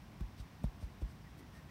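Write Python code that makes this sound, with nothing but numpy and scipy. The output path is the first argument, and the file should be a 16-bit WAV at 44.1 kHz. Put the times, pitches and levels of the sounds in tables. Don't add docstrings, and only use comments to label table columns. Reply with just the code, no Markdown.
import sys
import numpy as np
from scipy import signal
from scipy.fft import rfft, irfft
from scipy.io import wavfile

SR = 44100
rng = np.random.default_rng(int(sys.argv[2]) if len(sys.argv) > 2 else 0)


def unload_wav(signal):
    wavfile.write(
        sys.argv[1],
        SR,
        np.round(np.clip(np.atleast_2d(signal).T, -1, 1) * 32767).astype(np.int16),
    )


N = 74970


def amp(db):
    return 10 ** (np.asarray(db) / 20)


def unit(x):
    return x / np.sqrt(np.mean(x ** 2) + 1e-20)


def noise(points, tilt_db=0):
    octave = np.log2(np.fft.rfftfreq(N, 1 / SR) + 1)
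    hz, db = np.transpose(points)
    gain = amp(np.interp(octave, np.log2(hz), db) + tilt_db * octave)
    return unit(irfft(rfft(rng.standard_normal(N)) * gain, N))


def wobble(hz):
    lowpass = np.exp(-(np.fft.rfftfreq(N, 1 / SR) / hz) ** 2)
    return unit(irfft(rfft(rng.standard_normal(N)) * lowpass, N))


def since(start):
    return np.maximum(np.arange(N) / SR - start, 0)


def struck(t, rise, t60):
    return (1 - np.exp(-t / rise)) * np.exp(-np.log(1000) * t / t60)


def swell(middle, half):
    return np.exp(-.5 * ((np.arange(N) / SR - middle) / half) ** 2)


def room_tone():
    # frequency in Hz, relative spectral density in dB.
    rumble = [(12, -22), (25, -41.5), (50, 0), (80, -0.5), (125, -2.5), (180, -4.5), (245, -8),
              (310, -12.5), (420, -22.5), (900, -48.5)]
    hiss = [(200, -8.5), (450, -4), (800, -0.5), (1100, -1.5), (1250, -5.5), (2000, -7), (3000, -11.5),
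            (4500, -15.5), (5700, -15), (6700, -23), (9500, -24), (10400, -28.5), (11800, -25.5),
            (16000, -25)]
    return amp(-55) * noise(rumble) + amp(-63) * noise(hiss)


def faint_squeaks():
    # middle and half length in seconds, pitch in Hz, level in dB.
    squeaks = [(1.275, 0.0049, 1883, -62), (1.425, 0.033, 1980, -70.5), (1.558, 0.016, 1860, -65.5),
               (1.592, 0.01, 1880, -65), (1.696, 0.0058, 1894, -65.5)]
    jitter_share, flutter_db, wander_hz = 0.0336, 2.5, 260
    sound = np.zeros(N)
    for middle, half, hz, db in squeaks:
        pitch = hz * (1 + jitter_share * wobble(wander_hz))
        tone = np.sin(2 * np.pi * np.cumsum(pitch) / SR)
        flutter = amp(flutter_db * wobble(wander_hz))
        sound += amp(db) * swell(middle, half) * unit(flutter * tone)
    return sound


def bedding_rubs():
    # middle and half length in seconds, band centre in Hz, level in dB.
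    rubs = [(.208, 0.0054, 350, -56.5), (0.292, 0.019, 77, -52), (0.624, .008, 207, -49),
            (1.094, 0.019, 76, -52.5), (1.16, 0.06, 174, -57), (1.402, 0.028, 310, -61)]
    width_octaves = 0.34
    sound = np.zeros(N)
    for middle, half, hz, db in rubs:
        octaves = np.log2((np.fft.rfftfreq(N, 1 / SR) + 1) / hz)
        band = np.exp(-.5 * (octaves / width_octaves) ** 2)
        rustle = unit(irfft(rfft(rng.standard_normal(N)) * band, N))
        sound += amp(db) * swell(middle, half) * rustle
    return sound


def fur_brushes():
    # middle and half length in seconds, level in dB, brightness in dB per octave.
    brushes = [(0.213, 0.012, -70, 0.5), (0.399, 0.018, -63, 0), (0.65, 0.0073, -66.5, 1),
               (0.829, 0.022, -67.5, 1.5), (1.019, 0.0093, -69.5, 3), (1.105, 0.017, -72, 3.5),
               (1.393, 0.011, -67, 7.5), (1.563, 0.028, -69.5, 2)]
    # frequency in Hz, relative spectral density in dB.
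    fur_spectrum = [(500, -2.5), (1500, -1), (3500, 1.5), (5700, 0.5), (6800, -9.5), (8700, -3),
                    (10500, -12.5), (13000, -11), (16000, -22)]
    grain_db = 1.5
    sound = np.zeros(N)
    for middle, half, db, tilt_db in brushes:
        swish = noise(fur_spectrum, tilt_db) * amp(grain_db * wobble(hz=870))
        sound += amp(db) * swell(middle, half) * unit(swish)
    return sound


def thread_snaps():
    # start in seconds, level in dB.
    snaps = [(0.6358, -54), (.64, -49)]
    # frequency in Hz, relative spectral density in dB.
    snap_spectrum = [(1500, -6), (5000, -3), (7000, 3), (9000, -1), (12000, -7), (16000, -5)]
    return sum(amp(db) * noise(snap_spectrum) * struck(since(start), rise=0.00008, t60=0.005)
               for start, db in snaps)


def cover_pats():
    # start in seconds, pat level in dB, pat pitch in Hz, tick level in dB.
    pats = [(0.2074, -43.5, 910, -52), (.3988, -68, 410, -73), (.641, -32, 630, -49),
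            (.8261, -43.5, 635, -66), (1.0202, -38, 470, -59)]
    # frequency in Hz, relative spectral density in dB.
    tick_spectrum = [(300, 10.5), (1200, 9), (1900, 4), (2600, 2.5), (5000, -11), (9000, -7), (16000, -11)]
    sound = np.zeros(N)
    for start, pat_db, pat_hz, tick_db in pats:
        t = since(start)
        pat = -amp(pat_db) * np.sin(2 * np.pi * pat_hz * t) * struck(t, rise=0.00049, t60=0.011)
        tick = amp(tick_db) * noise(tick_spectrum) * struck(t, rise=0.00019, t60=0.023)
        sound += pat + tick
    return sound


def tail_knocks():
    # start in seconds, level in dB, pitch in Hz, ring time in seconds.
    knocks = [(0.2088, -24, 164, 0.026), (.6423, -23.1, 200, 0.029), (1.0171, -34.5, 297, 0.036)]
    sound = np.zeros(N)
    for start, db, hz, t60 in knocks:
        t = since(start)
        sound += amp(db) * np.sin(2 * np.pi * hz * t) * struck(t, rise=0.0026, t60=t60)
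    return sound


def padding_thuds():
    # start in seconds, level in dB, starting pitch in Hz, sinking time, rise and length
    # in seconds, after-ring level in dB, after-ring pitch in Hz.
    thuds = [(0.2087, -34.5, 136, 0.0054, 0.00076, 0.05, -42, 106),
             (0.3988, -38, 147, 0.0062, 0.00062, 0.03, -41, 82.7),
             (0.6403, -31, 440, 0.0029, .0017, 0.05, -34, 129.6),
             (0.825, -35.3, 215, 0.00744, 0.0071, 0.043, -52, 147),
             (1.023, -31.7, 167, 0.0042, 0.0023, 0.042, -41, 129)]
    rest_hz = 49
    sound = np.zeros(N)
    for start, db, start_hz, sink, rise, length, ring_db, ring_hz in thuds:
        t = since(start)
        turns = rest_hz * t + (start_hz - rest_hz) * sink * (1 - np.exp(-t / sink))
        smother = np.exp(-(t / length) ** 3)
        thud = -amp(db) * np.sin(2 * np.pi * turns) * (1 - np.exp(-t / rise)) * smother
        ring = amp(ring_db) * np.sin(2 * np.pi * ring_hz * t) * struck(t, rise=0.006, t60=0.14)
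        sound += thud + ring
    return sound


def scene():
    room = room_tone()
    blows = padding_thuds() + tail_knocks() + cover_pats() + thread_snaps()
    small_sounds = fur_brushes() + bedding_rubs() + faint_squeaks()
    return (room + blows + small_sounds)[None]


def record(dry):
    edge_hz = 15850
    lowpass = signal.firwin(511, edge_hz, window=("kaiser", 9), fs=SR)
    return signal.oaconvolve(dry, lowpass[None], "same")


dry = scene()
out = record(dry)
unload_wav(out)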